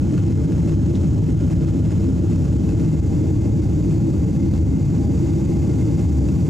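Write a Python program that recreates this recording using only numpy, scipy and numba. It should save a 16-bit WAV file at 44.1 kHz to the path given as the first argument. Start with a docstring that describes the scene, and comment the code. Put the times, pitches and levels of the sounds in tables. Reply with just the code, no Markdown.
"""A window seat in a climbing airliner, heard through a phone: filtered noise roars, hisses and whines.
From the start the jet rumble drones, air hisses, thin tones whine and loose trim chatters.
Just before 1 s something rustles once, in short bursts of noise; trim ticks are most frequent up to 3 s.
From 2.2 to 3.3 s the phone moves: the resonances change weight and the chatter grows fainter.
To the end narrow bands swell briefly within the steady rumble, and a fast limiter makes the hiss flutter."""
import sys
import numpy as np
from scipy import signal
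from scipy.fft import rfft, irfft
from scipy.io import wavfile
from scipy.ndimage import uniform_filter1d, map_coordinates
from numba import njit

SR = 44100
rng = np.random.default_rng(int(sys.argv[2]) if len(sys.argv) > 2 else 0)


def bounce(signal):
    """Save signal as a 16-bit WAV file at the path given by the first command-line argument."""
    frames = np.transpose(np.atleast_2d(signal))
    limited = np.clip(frames, -1, 1)
    pcm = np.round(limited * 32767).astype(np.int16)
    wavfile.write(sys.argv[1], SR, pcm)


N = 286209

# colour of the jet noise coming through the fuselage: f/Hz, relative level per Hz/dB
JET_COLOUR = [(10, -23), (28, -18.5), (42, -18), (62, -1.5), (90, -0.07), (135, -3), (190, -6),
              (228, -12.5), (335, -11), (364, -23), (440, -27), (495, -31), (590, -33), (690, -41),
              (1200, -51.5), (16000, -125)]
# cabin and wall panel resonances: f/Hz, width/Hz, lift before the move/dB, lift after it/dB
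CABIN_RESONANCES = [(74.7, 12, -1, 0), (101.5, 14, 0.1, -1.5), (160.9, 17, 6, 3), (204, 11, 4, 3.5),
                    (257.3, 18, 7, 3.5), (301.3, 34, 4, 3.5), (337, 18, 4.8, 3.5), (387.7, 24, 6, 5),
                    (447, 26, 8.5, 7), (546.4, 47, 5, 4), (620.6, 62, 5.5, 3), (797, 48, 7, 9.5),
                    (887, 97, 6.5, 6)]
# resonances that drone on unbroken: f/Hz, pitch waver/Hz, level against the roar/dB, change over the move/dB
DRONE_TONES = [(101, 5, -11, -3), (160.6, 4, -14, -3), (335.6, 7, -26, 1)]
# brief random swells of narrow bands within the steady rumble: t/s, f/Hz, level against the roar/dB
BAND_SWELLS = [(.26, 97.8, -5), (.83, 104.1, -6), (1.21, 257, -12), (1.51, 93.7, -5), (1.52, 160.9, -6.5),
               (2.11, 97.9, -5), (2.92, 157.2, -4), (3.41, 329.2, -12.5), (4.22, 104, -5), (4.33, 83.1, -7),
               (4.51, 84.2, -3.5), (4.7, 74.04, -5), (4.7, 259, -10.5), (4.85, 142, -6.5), (5.15, 74, -4),
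               (5.31, 332.6, -12), (5.95, 161, -6), (6.14, 74, -1.5)]
# colour of the slipstream on the skin and air from the vents: f/Hz, relative level per Hz/dB
AIR_COLOUR = [(300, 12), (900, 4), (1250, 0), (2330, -4.5), (2660, -3.5), (2860, -5), (4200, -8),
              (5500, -5), (6500, -1.1), (7200, -2), (8000, -6.5), (9000, -13.5), (10600, -18),
              (12200, -13.5), (16000, -36)]
# peaks and hollows of the hiss in the window recess: f/Hz, width/Hz, lift before the move/dB, after it/dB
RECESS_RESONANCES = [(1290, 130, 3, -4.5), (1670, 120, 3.5, 1), (1840, 200, 0, -1.5), (2270, 150, -3, 0.5),
                     (2400, 130, 3, 2), (2820, 90, -3, -3), (3100, 300, 3.5, -1.5), (4020, 260, 4, -1.5),
                     (4720, 210, 1, 4.5), (5020, 180, 0, -6), (5300, 250, 1.5, 1.5), (5770, 200, -1, -1.5)]
# drifting resonance at the top of the hiss: t/s, f/Hz, level before brief swells/dB
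HISS_PEAK_PATH = [(0, 6400, -64), (1.05, 6550, -61), (1.4, 6650, -68.5), (1.95, 6874, -65),
                  (3.0, 6910, -60.5), (3.5, 6764, -64), (4.0, 6930, -63.5), (4.5, 6836, -68),
                  (5.2, 6810, -61.5), (6.0, 6905, -64)]
# the phone moving through the standing waves: t/s, share of the move/0-1
PHONE_MOVE = [(2.2, 0.01), (3.3, 0.88)]
# breathy fan and duct whines: f/Hz, width/Hz, level before a shared boost/dB, change over the move/dB
WHINE_BANDS = [(807.5, 18, -65, 4), (1421, 30, -68, -6.5), (2105, 70, -75, 9)]
# clean tones of shafts and pumps: f/Hz, pitch waver/Hz, middle level/dB, change over the move/dB
SHAFT_TONES = [(807.5, 3, -66, 3), (1424, 4, -70, -3), (2127, 4, -72, 0), (2590, 8, -77, 1),
               (3472.5, 1.5, -76, 2.5), (4254, 3, -78, 7), (6072, 8, -82, 5), (6572, 8, -77, 2),
               (6923, 8, -80, 6)]
# colour of a touch of the loose trim: f/Hz, relative level per Hz/dB
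TRIM_COLOUR = [(400, 8.5), (1000, 5.5), (1900, -0.5), (2350, -1.5), (3200, -6.5), (4000, -5.5),
               (5000, -2.5), (7000, -3.5), (9000, -12), (13000, -29), (16000, -44)]
# resonances the trim rings with: f/Hz, width/Hz, lift/dB
TRIM_RESONANCES = [(1450, 320, 2.5), (2086, 60, 8.5), (2590, 180, 9), (2754, 90, 6)]
# the trim's harder ticks: t/s, peak of the noise envelope/dB
TICK_TIMES = [(.112, -38), (.179, -36.5), (.187, -38), (.236, -39), (.286, -40), (.357, -40.5), (.437, -40),
              (.527, -39), (.674, -38), (.692, -37.5), (.861, -38.5), (1.013, -37.5), (1.035, -39.5),
              (1.044, -40), (1.266, -39), (1.508, -37), (1.516, -38.5), (1.525, -37.5), (1.647, -37),
              (1.687, -37.5), (1.908, -37.5), (2.042, -36), (2.331, -37), (2.434, -38.5), (2.455, -39),
              (2.691, -38), (2.709, -38.5), (2.861, -38), (3.622, -39), (3.909, -38.5), (4.951, -40),
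              (5.273, -39.5), (5.696, -38.5), (5.812, -39), (5.993, -37.5), (6.286, -36)]
# the rustle's brush and its brighter tail: t/s, half-length/s, f/Hz, width/Hz, level at the top/dB
RUSTLE_STROKES = [(.955, .0055, 3550, 1700, -47), (.958, .007, 6000, 2400, -50.5),
                  (.972, .012, 4200, 4600, -53)]
# lag between the two microphone ports: f/Hz, lead of the left/rad
PORT_LAG = [(40, 0.4), (90, -.28), (190, -0.68), (390, -0.9), (450, -.45), (700, -0.17), (800, 0.42),
            (900, -0.59), (1300, 0.88), (1500, -0.93), (2000, 0.069), (8000, -0.098)]
# sound the ports do not share: f/Hz, level against the shared sound/dB
UNSHARED = [(50, -24), (120, -20), (330, -19.5), (500, -13), (720, -6.5), (1200, -13.5), (2600, -13.5),
            (7200, -17), (10500, -4.5), (12500, -21)]
# slow changes of the air hiss: t/s, level about its usual strength/dB
AIR_LEVEL = [(0.9, 1), (1.3, 1.5), (2.4, 1.5), (4.0, 2.5), (4.6, 1.2), (5.15, 3.5)]
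# brief swells of the hiss and chatter, as when the limiter lets go:
# t/s, rise before each layer takes its own share/dB
HISS_SWELLS = [(.125, 2.3), (.185, 3), (.24, 1.5), (.355, 1), (.54, 2.3), (.6, 1.5), (.69, 3.5), (.75, 1),
               (.99, 1), (1.28, 2.8), (1.42, 0), (1.525, 3), (1.69, 3.5), (1.9, 4), (2.01, 2), (2.32, 3.5),
               (2.38, 1.5), (2.45, 2.3), (2.63, 1.5), (2.71, 3.5), (2.8, 2.5), (2.87, 1), (3.62, 1),
               (3.92, 2.3), (4.55, 3.5), (5.2, 1), (5.28, 1), (5.41, 0.8), (5.81, 1.5), (5.995, 2.5),
               (6.29, 2)]
# surges (and one dip) of the rumble ahead of the limiter: t/s, rise/dB
RUMBLE_SURGES = [(1.2, 2.5), (1.335, 2), (1.61, 1.5), (1.8, 1), (2.08, 1), (2.2, 2.5), (3.52, 1.8),
                 (4.33, -1.8), (4.63, 1.5), (5.08, 3), (6.21, 3)]

LEFT_DB = .75  # left above right
TOP_HZ = 16000  # nearly nothing passes above this
SWELL_S = 0.02  # half-length of every hiss swell and rumble surge
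T = np.arange(N) / SR  # time of each sample in s
HZ = np.maximum(np.arange(N // 2 + 1) * SR / N, 1)  # frequency of each spectrum bin


def undb(db):
    """Turn decibels into a gain."""
    return 10 ** (np.asarray(db) / 20)


def unit(x):
    """Scale to an average (rms) strength of 1."""
    return x / np.sqrt(np.mean(x ** 2))


def contour(points):
    """Join (f, value) points by lines on a log-frequency axis."""
    hz, value = np.transpose(points)
    return np.interp(np.log(HZ), np.log(hz), value)


def curve(points):
    """Join (t, value) points by lines in time."""
    return np.interp(T, *np.transpose(points))


def bell(hz, width):
    """Shape of one resonance over frequency, 1 at its centre."""
    return 1 / (1 + (2 * (HZ - hz) / width) ** 2)


def lifts(table):
    """Add up the dB lifts of a table of resonances, before and after the move."""
    return sum(np.outer([before_db, after_db], bell(hz, width))
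               for hz, width, before_db, after_db in table)


def across_move(before, after):
    """Blend the sound at the phone's first position into the sound at its second."""
    moved = np.clip(curve(PHONE_MOVE), 0, 1)
    return np.sqrt(1 - moved) * before + np.sqrt(moved) * after


def swell(at_s, length_s):
    """A smooth rise and fall, 1 at its top."""
    return np.exp(-.5 * ((T - at_s) / length_s) ** 2)


def fade(hits, decay_s):
    """Give each hit an instant rise and an exponential decay."""
    return signal.lfilter([1], [1, -np.exp(-1 / (decay_s * SR))], hits)


def walk(rate):
    """Smooth random wandering, about rate new values a second, spread 1."""
    smoothing = 1 + (2 * HZ / rate) ** 4
    return unit(irfft(rfft(rng.standard_normal(N)) / smoothing, N))


def ringing(gain):
    """Make a spectral shape causal, so that it rings only after each touch."""
    cepstrum = irfft(np.log(gain), N)
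    cepstrum[1:] *= 2 * (np.arange(1, N) < N / 2)
    return np.exp(rfft(cepstrum))


def glide(ports, speed):
    """Bend the pitch of a noise by reading it at a changing speed."""
    place = np.cumsum(speed)
    return np.array([map_coordinates(port, [place], mode="mirror") for port in ports])


def field(gain, envelope=1):
    """Noise at the two ports, shaped in time then frequency: a shared wave with a lag, plus unshared sound."""
    shared, diffuse = rfft(envelope * rng.standard_normal((2, N)))
    sides = np.array([[1], [-1]])
    mixed = shared + sides * diffuse * undb(contour(UNSHARED))
    ports = mixed * np.exp(.5j * sides * contour(PORT_LAG))
    return unit(irfft(ports * gain, N)) * np.sqrt(np.mean(np.square(envelope)))


def tone(hz, waver_hz, waver_per_s):
    """One unbroken sine at the two ports, its pitch wandering."""
    phase = 2 * np.pi * np.cumsum(hz + waver_hz * walk(waver_per_s)) / SR
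    lead = np.interp(hz, *np.transpose(PORT_LAG))
    return unit(np.sin(phase + np.array([[lead], [-lead]]) / 2))


def patchy_gain(db, change_db, patchy_db, patchy_per_s):
    """A gain that changes with the phone's move and wanders by chance."""
    return undb(db + change_db * curve(PHONE_MOVE) + patchy_db * walk(patchy_per_s))


def hiss_swells():
    """Brief swells, in dB, that the hiss and chatter share, as when the limiter lets go."""
    return sum(rise_db * swell(s, SWELL_S) for s, rise_db in HISS_SWELLS)


def rustle():
    """A soft brush, as of cloth: short bands of noise that trail off into the hiss."""
    return sum(field(bell(hz, width)) * undb(db) * swell(s, length_s)
               for s, length_s, hz, width, db in RUSTLE_STROKES)


def spin_tones(waver_per_s=9, patchy_db=2.5, patchy_per_s=6):
    """Shafts and pumps turn almost evenly, giving thin clean tones that waver slightly."""
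    return sum(patchy_gain(db, change_db, patchy_db, patchy_per_s) * tone(hz, waver_hz, waver_per_s)
               for hz, waver_hz, db, change_db in SHAFT_TONES)


def whines(boost_db=4.5, patchy_db=2.5, patchy_per_s=8):
    """Fans and ducts whine breathily: narrow bands of noise that come and go in patches."""
    return sum(patchy_gain(boost_db + db, change_db, patchy_db, patchy_per_s) * field(bell(hz, width))
               for hz, width, db, change_db in WHINE_BANDS)


def chatter(shake, swell_db, db=-52.0, scatter_db=2.5, touch_s=0.0023, swell_share=1.84, move_db=-3.0):
    """Loose trim touches on crests of the rumble and sometimes ticks harder; each scratch rings its modes."""
    # crests are kept apart, at most 200 a second
    crests = signal.find_peaks(shake, height=0, distance=SR // 200)[0]
    touches, ticks = np.zeros(N), np.zeros(N)
    chance = np.clip(rng.standard_normal(N), -2, 2)
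    touches[crests] = undb(scatter_db * chance)[crests]
    for s, peak_db in TICK_TIMES:
        ticks[int(s * SR)] = undb(peak_db)
    buzz_db = db + swell_share * swell_db + move_db * curve(PHONE_MOVE)
    buzz = unit(fade(touches, touch_s)) * undb(buzz_db)
    modes_db = sum(lift_db * bell(hz, width) for hz, width, lift_db in TRIM_RESONANCES)
    colour_db = contour(TRIM_COLOUR) + modes_db
    return field(ringing(undb(colour_db)), np.hypot(buzz, fade(ticks, touch_s)))


def sibilance(swell_db, width_hz=520, swell_share=.2):
    """A broad resonance of the hiss: one band of noise that drifts in pitch and strength."""
    s, hz, db = np.transpose(HISS_PEAK_PATH)
    middle_hz = hz.mean()
    band = glide(field(bell(middle_hz, width_hz)), np.interp(T, s, hz) / middle_hz)
    return band * undb(np.interp(T, s, db) + swell_share * swell_db)


def air(swell_db, db=-47.0, ripple_db=1.7, comb_from_hz=2500, swell_share=0.3):
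    """Air hisses, finely combed by reflections off window and wall, which change as the phone moves."""
    knots_hz = np.arange(0, SR / 2, 70)
    depth_db = ripple_db * np.minimum(1, HZ / comb_from_hz)  # full depth from comb_from_hz up

    def place(lift_db):
        """The hiss at one position, with its own random comb of reflections."""
        comb = np.interp(HZ, knots_hz, rng.standard_normal(len(knots_hz)))
        return field(undb(contour(AIR_COLOUR) + lift_db + depth_db * comb))

    before, after = (place(lift_db) for lift_db in lifts(RECESS_RESONANCES))
    return across_move(before, after) * undb(db + curve(AIR_LEVEL) + swell_share * swell_db)


def band_swells(length_s=.075, waver_hz=3.0, waver_per_s=12):
    """Brief random swells of narrow bands within the steady rumble, each made by a wavering tone."""
    return sum(undb(db) * swell(s, length_s) * tone(hz, waver_hz, waver_per_s)
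               for s, hz, db in BAND_SWELLS)


def drones(waver_per_s=14, patchy_db=2.0, patchy_per_s=8):
    """The strongest cabin resonances sing on as wavering tones."""
    return sum(patchy_gain(db, change_db, patchy_db, patchy_per_s) * tone(hz, waver_hz, waver_per_s)
               for hz, waver_hz, db, change_db in DRONE_TONES)


def rumble(db=-15.5, waver=.004, waver_per_s=5, steadiness=0.52):
    """Exhaust turbulence rings the cabin's wavering resonances, fairly evenly but for a few surges."""
    before, after = (field(undb(contour(JET_COLOUR) + lift_db)) for lift_db in lifts(CABIN_RESONANCES))
    roar = glide(across_move(before, after), 1 + waver * walk(waver_per_s))
    jet = roar + drones() + band_swells()
    # dividing by part of its own short-term strength evens out the rumble
    power = uniform_filter1d(uniform_filter1d(jet[0] ** 2, size=2200), size=1100)
    even = unit(jet / np.sqrt(power) ** steadiness)
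    surge_db = sum(rise_db * swell(s, SWELL_S) for s, rise_db in RUMBLE_SURGES)
    return even * undb(db + surge_db)


def scene():
    """Add up all the cabin's sounds, a little stronger on the left."""
    jet = rumble()
    swell_db = hiss_swells()
    machinery = whines() + spin_tones()
    hiss = air(swell_db) + sibilance(swell_db)
    cabin = jet + hiss + chatter(jet[0], swell_db) + machinery + rustle()
    return cabin * undb(np.array([[LEFT_DB], [-LEFT_DB]]) / 2)


@njit
def follow(size, attack, release):
    """Follow the peaks of a sound: quick to rise, slower to fall."""
    out, e = np.empty(len(size)), size[:400].max()
    for i in range(len(size)):
        e += (size[i] - e) * (attack if size[i] > e else release)
        out[i] = e
    return out


def record(dry, ceiling_db=-11.5, attack_s=0.00079, release_s=0.023):
    """The phone's fast limiter looks slightly ahead and holds down the rumble's peaks; then the top is cut."""
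    peak = follow(np.abs(dry).max(axis=0), 1 / (attack_s * SR), 1 / (release_s * SR))
    gain = np.minimum(1, undb(ceiling_db) / peak)
    gain = uniform_filter1d(gain, size=132, origin=-44)  # 3 ms average, shifted 1 ms ahead
    low_pass = signal.ellip(8, .2, 70, TOP_HZ, fs=SR, output="sos")
    return signal.sosfilt(low_pass, dry * gain)


dry = scene()
out = record(dry)
bounce(out)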